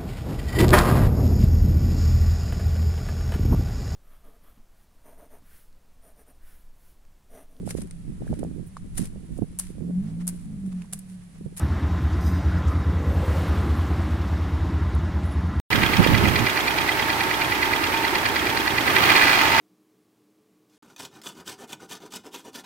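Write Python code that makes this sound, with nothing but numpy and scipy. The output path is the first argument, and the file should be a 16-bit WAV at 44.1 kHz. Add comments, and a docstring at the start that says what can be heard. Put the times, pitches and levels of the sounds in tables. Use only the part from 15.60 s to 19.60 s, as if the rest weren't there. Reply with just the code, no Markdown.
"""Under a car's open bonnet, heard from close above, a six-cylinder engine idles; after three seconds
a hand opens the throttle. Once per turn of the cam, the shaft that works the valves, a loose tappet
ticks loudly and a lighter tick answers it. Behind them the other valves clatter, the firings rumble
and the fan rushes. The intake hisses louder as the throttle opens. In the first second a gust
buffets the right microphone."""
import sys
import numpy as np
from scipy import signal
from scipy.fft import rfft, irfft
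from scipy.io import wavfile
from scipy.ndimage import uniform_filter1d

SR = 44100
rng = np.random.default_rng(int(sys.argv[2]) if len(sys.argv) > 2 else 0)


def digitize_waveform(pressure):
    """Quantize a signal to 16-bit integers and store it at the path in sys.argv[1].

    Rows of a 2-D input are taken as channels; values are limited to [-1, 1].
    """
    field = np.atleast_2d(pressure).T
    bounded = np.clip(field, -1, 1)
    quanta = np.round(bounded * 32767).astype(np.int16)
    wavfile.write(sys.argv[1], SR, quanta)


N = 176400
T = np.arange(N) / SR
FREQS_HZ = np.arange(N // 2 + 1) * SR / N
IDLE_RPM, CYLINDERS = 1140, 6

# How far the throttle is open. Each row: time in seconds, opening from 0 (shut) to 1 (full).
THROTTLE = [(3.18, 0), (3.34, 0.64), (3.48, 0.83), (3.6, 0.44), (3.75, 0.38), (4, .25)]
# The tones that the valve cover rings with when struck. Each row: pitch in Hz, relative level in dB,
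# seconds to fade by 60 dB, how far the right side lags in radians.
COVER_MODES = [(970, -8, 0.022, -3), (1350, -6, 0.024, 2.4), (1725, -5.5, 0.0083, 5),
               (2009, 2, 0.031, -0.42), (2240, 0, 0.013, 3.77), (2410, 4, 0.023, 1.36),
               (2760, -8.5, 0.038, -.4), (3210, -10, 0.024, 0.5), (4350, -3.5, 0.02, -2.5),
               (4800, -14, 0.019, 1), (5640, -12.5, 0.0044, 2.5)]
# The clatter and the light tick start a little louder. Each row: time in seconds, gain in dB.
CLATTER_SWELL = [(.1, 4), (.5, 3), (1.1, 0), (2.7, -0.9), (3.3, 0)]


def loose_tappet(turns, ring_db=-26.5, crack_db=-40, throttle_db=13):
    """A loose tappet (a valve's pusher) rings the cover and cracks, the crack harder under throttle."""
    # The quick knocks that make one tick. Each row: share of the cam turn, relative level in dB.
    knocks = [(.183, -6.5), (.22, -6), (.236, -3), (.266, -7.5)]
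    # How hard the tappet strikes. Each row: time in seconds, gain in dB.
    force = [(.13, 1.5), (.45, 0), (.7, -0.5), (1.35, -0.5), (1.55, -2.5), (2.1, 0), (2.4, -3), (2.66, 0),
             (2.95, -2), (3.18, 1), (3.28, -0.5), (3.37, 2.5), (3.44, -0.5), (3.6, 3.5), (3.8, -5), (4, -2)]
    # The tone colour of the crack. Each row: frequency in Hz, relative level in dB.
    crack_spectrum = [(300, -9), (1400, 5.5), (4400, -2), (6500, -18), (11000, -16), (16000, -41)]
    clicks = contacts(turns, knocks, spread_db=1, jitter_s=.0003)
    crack = stereo_noise(crack_spectrum, fade(clicks, decay_s=.0016))
    crack *= from_db(crack_db + throttle_db * curve(THROTTLE))
    ringing = from_db(ring_db) * struck_metal(clicks, COVER_MODES)
    return pan(db=-7) * from_db(curve(force)) * (ringing + crack)


def light_tick(turns, level_db=-36):
    """Lighter knocks ring higher tones, about a third of a cam turn after the loose tappet."""
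    # The knocks of this tick. Each row: share of the cam turn, relative level in dB.
    knocks = [(.503, -5.5), (.54, -5), (.6, -11.5)]
    # The tones they ring. Each row: pitch in Hz, relative level in dB, seconds to fade by 60 dB,
    # how far the right side lags in radians.
    modes = [(2470, 0, 0.047, 0.11), (3286, 8, 0.023, 1.2), (3440, -2, 0.011, -.6), (3620, 2, 0.0092, 1.6),
             (4150, -6, 0.013, -.5), (5300, -6, 0.011, 1.1), (6380, -4.5, 0.02, -1.13),
             (13000, -16, .002, 1.6)]
    clicks = contacts(turns, knocks, spread_db=1, jitter_s=.0004)
    return pan(db=-6) * from_db(level_db + curve(CLATTER_SWELL)) * struck_metal(clicks, modes)


def valve_clatter(turns, revs):
    """The other valves close in short bursts of noise and ring the cover harder as the speed rises."""
    # Where the valves close. Each row: share of the cam turn, relative level in dB.
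    closings = [(.02, 1.5), (0.078, 4), (0.322, -3.5), (0.401, 4), (0.472, 0.5), (.56, -6), (0.662, -7),
                (0.757, 2), (.89, -3)]
    # The tone colour of the bursts. Each row: frequency in Hz, relative level in dB.
    spectrum = [(500, -27), (750, -5), (1000, -9), (1250, 8.5), (1480, -3.5), (1620, 7.5), (1770, -2.5),
                (1980, -1.5), (2170, -3), (2420, -1), (2900, -1), (4500, -14.5), (7000, -29.5),
                (16000, -15)]
    clicks = contacts(turns, closings, spread_db=1.2, jitter_s=.0007)
    bursts = fade(clicks, decay_s=.01) / 2 ** (revs / 2)  # coming faster does not itself add loudness
    noise = pan(db=-6) * stereo_noise(spectrum, bursts)
    noise *= effort(revs, idle_db=-30.5, doubling_db=5.5, throttle_db=6.5)
    cover = pan(db=-5) * struck_metal(clicks, COVER_MODES)
    cover *= effort(revs, idle_db=-39, doubling_db=19, throttle_db=2)
    return from_db(curve(CLATTER_SWELL)) * (noise + cover)


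def block_rumble(turns, revs):
    """The engine block rumbles, throbbing each time a cylinder fires."""
    # The tone colour of the rumble. Each row: frequency in Hz, relative level in dB.
    spectrum = [(20, -38), (45, -28), (80, -3), (120, -1), (180, -5.5), (250, -2), (315, 2.5), (400, 2),
                (480, -7), (620, -5.5), (700, -6), (850, -0.5), (1050, -15), (2000, -5), (5000, -33.5)]
    rumble = stereo_noise(spectrum, firing_pulse(turns, depth_db=2.5))
    return pan(db=-3.5) * effort(revs, idle_db=-28, doubling_db=-1, throttle_db=6.5) * rumble


def engine_hum(turns, revs, doubling_db=-11):
    """Low tones follow the cam's rate, so they rise in pitch with speed while growing quieter."""
    # The tones of the hum. Each row: cycles per cam turn, level at idle in dB.
    tones = [(6, -47.5), (9, -49), (12, -50), (18, -53), (32, -47)]
    hum = 0
    for cycles, db in tones:
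        level = from_db(db + 2 * drift(rate_hz=4.5))
        hum += level * np.sqrt(2) * np.sin(2 * np.pi * (cycles * turns + rng.random()))
    return pan(db=-4.5) * from_db(doubling_db * revs) * hum


def body_ring(turns, pitch_hz=906, whine_db=-38.5, wander_hz=7):
    """The body rings hollowly, throbbing with the firings; a thin whine wavers around the same pitch."""
    # How loud the ring is. Each row: time in seconds, level in dB.
    ring_level = [(.1, -41.5), (1.5, -39), (2.5, -35), (3.2, -42.5), (3.4, -40), (3.7, -42.5), (3.9, -25.5),
                  (4, -23.5)]
    hollow = narrow_noise(pitch_hz, width_hz=32, envelope=firing_pulse(turns, depth_db=2.5))
    whine_level = from_db(whine_db + 2 * drift(rate_hz=10))
    whine_hz = pitch_hz + wander_hz * drift(rate_hz=10.4)
    whine = whine_level * np.sqrt(2) * np.sin(2 * np.pi * np.cumsum(whine_hz) / SR)
    return pan(db=-4.5) * (from_db(curve(ring_level)) * hollow + whine)


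def fan(turns, revs):
    """The fan's air rushes louder with speed and pulses slightly with the firings."""
    # The tone colour of the rush. Each row: frequency in Hz, relative level in dB.
    spectrum = [(200, -21.5), (600, -7.5), (1000, -0.5), (2000, 0), (3000, -8.5), (4500, -9.5),
                (7000, -18.5), (16000, -38)]
    rush = stereo_noise(spectrum, firing_pulse(turns, depth_db=1))
    return pan(db=-3.5) * effort(revs, idle_db=-27.5, doubling_db=8.5, throttle_db=0) * rush


def intake(revs, whistle_db=-44):
    """Air hisses into the engine and whistles faintly past the throttle plate when it opens."""
    # The tone colour of the hiss. Each row: frequency in Hz, relative level in dB.
    spectrum = [(3000, -11), (6500, -15), (8000, 2), (10000, 1.5), (12500, 5), (14300, 4.5), (16000, -4)]
    hiss = effort(revs, idle_db=-40, doubling_db=-.5, throttle_db=5.5) * stereo_noise(spectrum)
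    whistle = np.array([narrow_noise(hz=14250, width_hz=260) for side in "LR"])
    return pan(db=2.5) * hiss + from_db(whistle_db) * curve(THROTTLE) * whistle


def wind(lumpy_db=2, left_db=-11, ceiling=.7):
    """A gust hits mostly the right microphone, making lumpy low noise and a few sharp thumps."""
    # The strength of the gust. Each row: time in seconds, level in dB.
    strength = [(.1, -34), (.17, -18), (.3, -22), (.37, -24), (.395, -5.5), (.44, -23.5), (.52, -10.5),
                (.58, -16), (.64, -12.5), (.75, -23.5), (.83, -22), (.95, -48), (1.1, -70)]
    # Its tone colour. Each row: frequency in Hz, relative level in dB.
    spectrum = [(20, -15), (55, -5.5), (110, 0.5), (200, -1), (330, -9.5), (550, -19.5), (1200, -26),
                (4000, -57)]
    # Single thumps. Each row: time of the peak in seconds, level in dB, pitch in Hz, half-width in seconds.
    buffets = [(.153, -9, 300, 0.0014), (.397, -1.5, 182, .01), (.465, 5.5, 370, 0.00096),
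               (0.509, -7, 112, 0.0035)]
    lumps = from_db(lumpy_db * drift(rate_hz=60))
    left, right = from_db(curve(strength)) * stereo_noise(spectrum, lumps)
    for peak_s, db, hz, half_width_s in buffets:
        envelope = from_db(db) * np.exp(-((T - peak_s) / half_width_s) ** 2)
        right += envelope * np.cos(2 * np.pi * hz * (T - peak_s))
    gust = np.array([from_db(left_db) * left, right])
    return ceiling * np.tanh(gust / ceiling)  # rounds off the peaks


def contacts(turns, knocks, spread_db, jitter_s):
    """A click wherever the cam passes a listed point, never twice quite the same in time or force."""
    clicks = np.zeros(N)
    for share, db in knocks:
        times_s = np.interp(np.arange(60) + share, turns, T, right=-1)  # turns never reached drop out
        late, harder = rng.standard_normal((2, len(times_s)))
        samples = ((times_s + jitter_s * late) * SR).astype(int)
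        inside = (samples > 0) & (samples < N)
        clicks[samples[inside]] += from_db(db + spread_db * harder)[inside]
    return clicks


def struck_metal(clicks, modes, scatter_s=.001, scatter_share=.7):
    """Each click scatters through the top of the engine and rings the metal, as loud as it is hard."""
    scatter = fade(clicks, scatter_s) * rng.standard_normal(N) * np.sqrt(2 / (scatter_s * SR))
    drive = rms_one(clicks + scatter_share * scatter)
    ringing = 0
    for hz, db, fade_s, lag in modes:
        ringing += from_db(db) * (ring(drive, hz, fade_s) * np.exp([[0], [-1j * lag]])).imag
    click_power = smooth(rms_one(clicks) ** 2)
    ring_power = smooth(np.mean(rms_one(ringing) ** 2, axis=0))
    return rms_one(ringing * np.sqrt((click_power + 1e-3) / (ring_power + 1e-3)))


def firing_pulse(turns, depth_db):
    """A gain that swings up and down once per firing; every cylinder fires once per cam turn."""
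    return from_db(depth_db * np.cos(2 * np.pi * CYLINDERS * turns))


def effort(revs, idle_db, doubling_db, throttle_db):
    """A layer's gain: its idle level, plus a change per doubling of speed and one for full throttle."""
    return from_db(idle_db + doubling_db * revs + throttle_db * curve(THROTTLE))


def stereo_noise(spectrum, envelope=1):
    """Noise shaped in time and tone colour, as alike on both sides as the engine bay makes it."""
    # How alike left and right are. Each row: frequency in Hz, likeness from -1 (opposite) to 1 (same).
    likeness = [(60, 0.72), (170, 0.13), (300, 1), (400, 0.64), (500, 0.55), (850, 0.67), (1050, 0.37),
                (1250, -0.38), (1620, -0.21), (2000, 0.14), (2500, .3), (3200, 0.014), (16000, -0.027)]
    alike = np.clip(across_frequency(likeness), -.98, .98)
    mid, side = rfft(rng.standard_normal((2, N)) * envelope)
    both = np.sqrt(1 + alike) * mid + np.sqrt(1 - alike) * side * [[1], [-1]]
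    return rms_one(irfft(both * from_db(across_frequency(spectrum)), N))


def narrow_noise(hz, width_hz, envelope=1):
    """Noise through one resonance, which gives it a pitch."""
    fade_s = np.log(1000) / (np.pi * width_hz)
    return rms_one(ring(envelope * rng.standard_normal(N), hz, fade_s).imag)


def ring(drive, hz, fade_s):
    """One resonance that fades by 60 dB in fade_s; the imaginary part of the result is its sound."""
    step = from_db(-60 / (fade_s * SR)) * np.exp(2j * np.pi * hz / SR)
    return signal.lfilter([1], [1, -step], drive + 1e-18)


def fade(clicks, decay_s):
    """Give each click a tail that dies away."""
    return signal.lfilter([1], [1, -np.exp(-1 / (decay_s * SR))], clicks + 1e-18)


def drift(rate_hz):
    """A slow random wander, typically about 1 in size."""
    return rms_one(irfft(rfft(rng.standard_normal(N)) / (1 + (FREQS_HZ / rate_hz) ** 2), N))


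def smooth(x, samples=1500):
    """Average over a few hundredths of a second."""
    return np.abs(uniform_filter1d(uniform_filter1d(x, samples), samples))


def curve(rows):
    """Join rows of time and value into one value per sample."""
    return np.interp(T, *np.transpose(rows))


def across_frequency(rows):
    """Join rows of frequency and value, giving each octave equal room."""
    hz, values = np.transpose(rows)
    return np.interp(np.log(FREQS_HZ + 1), np.log(hz), values)


def pan(db):
    """Left and right gains at constant power; negative dB leans to the right."""
    return rms_one(from_db([[db / 2], [-db / 2]]))


def from_db(db):
    """Turn decibels into a gain."""
    return 10 ** (np.asarray(db) / 20)


def rms_one(x):
    """Scale to an average power of 1."""
    return x / np.sqrt(np.mean(x ** 2) + 1e-20)


def scene():
    """The engine turns the cam, which times every knock and firing; air and wind join in."""
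    # The engine's speed. Each row: time in seconds, revolutions per minute.
    speed = [(0.0, 1137.5), (0.45, 1148.6), (0.65, 1124.5), (1.2, 1139.6), (2.1, 1136.8), (2.7, 1147.0),
             (3.1, 1149.2), (3.22, 1180.2), (3.4, 1606.4), (3.52, 1984.6), (3.62, 2064.8), (3.78, 1991.8),
             (3.9, 1785.3), (4.0, 1962.3)]
    rpm = curve(speed)
    turns = np.cumsum(rpm) / (2 * 60 * SR)  # cam turns so far, one for every two of the engine
    revs = np.log2(rpm / IDLE_RPM)  # doublings of speed above idle
    valves = loose_tappet(turns) + light_tick(turns) + valve_clatter(turns, revs)
    block = block_rumble(turns, revs) + engine_hum(turns, revs) + body_ring(turns)
    return valves + block + fan(turns, revs) + intake(revs) + wind()


def record(dry, start_s=.104, cutoff_hz=15850):
    """The sound cuts in, peaks are clipped at full scale and the highest treble is removed."""
    clipped = np.clip(dry * (T > start_s), -1, 1)
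    low_pass = np.clip((cutoff_hz - FREQS_HZ) / 200 + .5, 0, 1)
    return irfft(rfft(clipped) * low_pass, N)


dry = scene()
out = record(dry)
digitize_waveform(out)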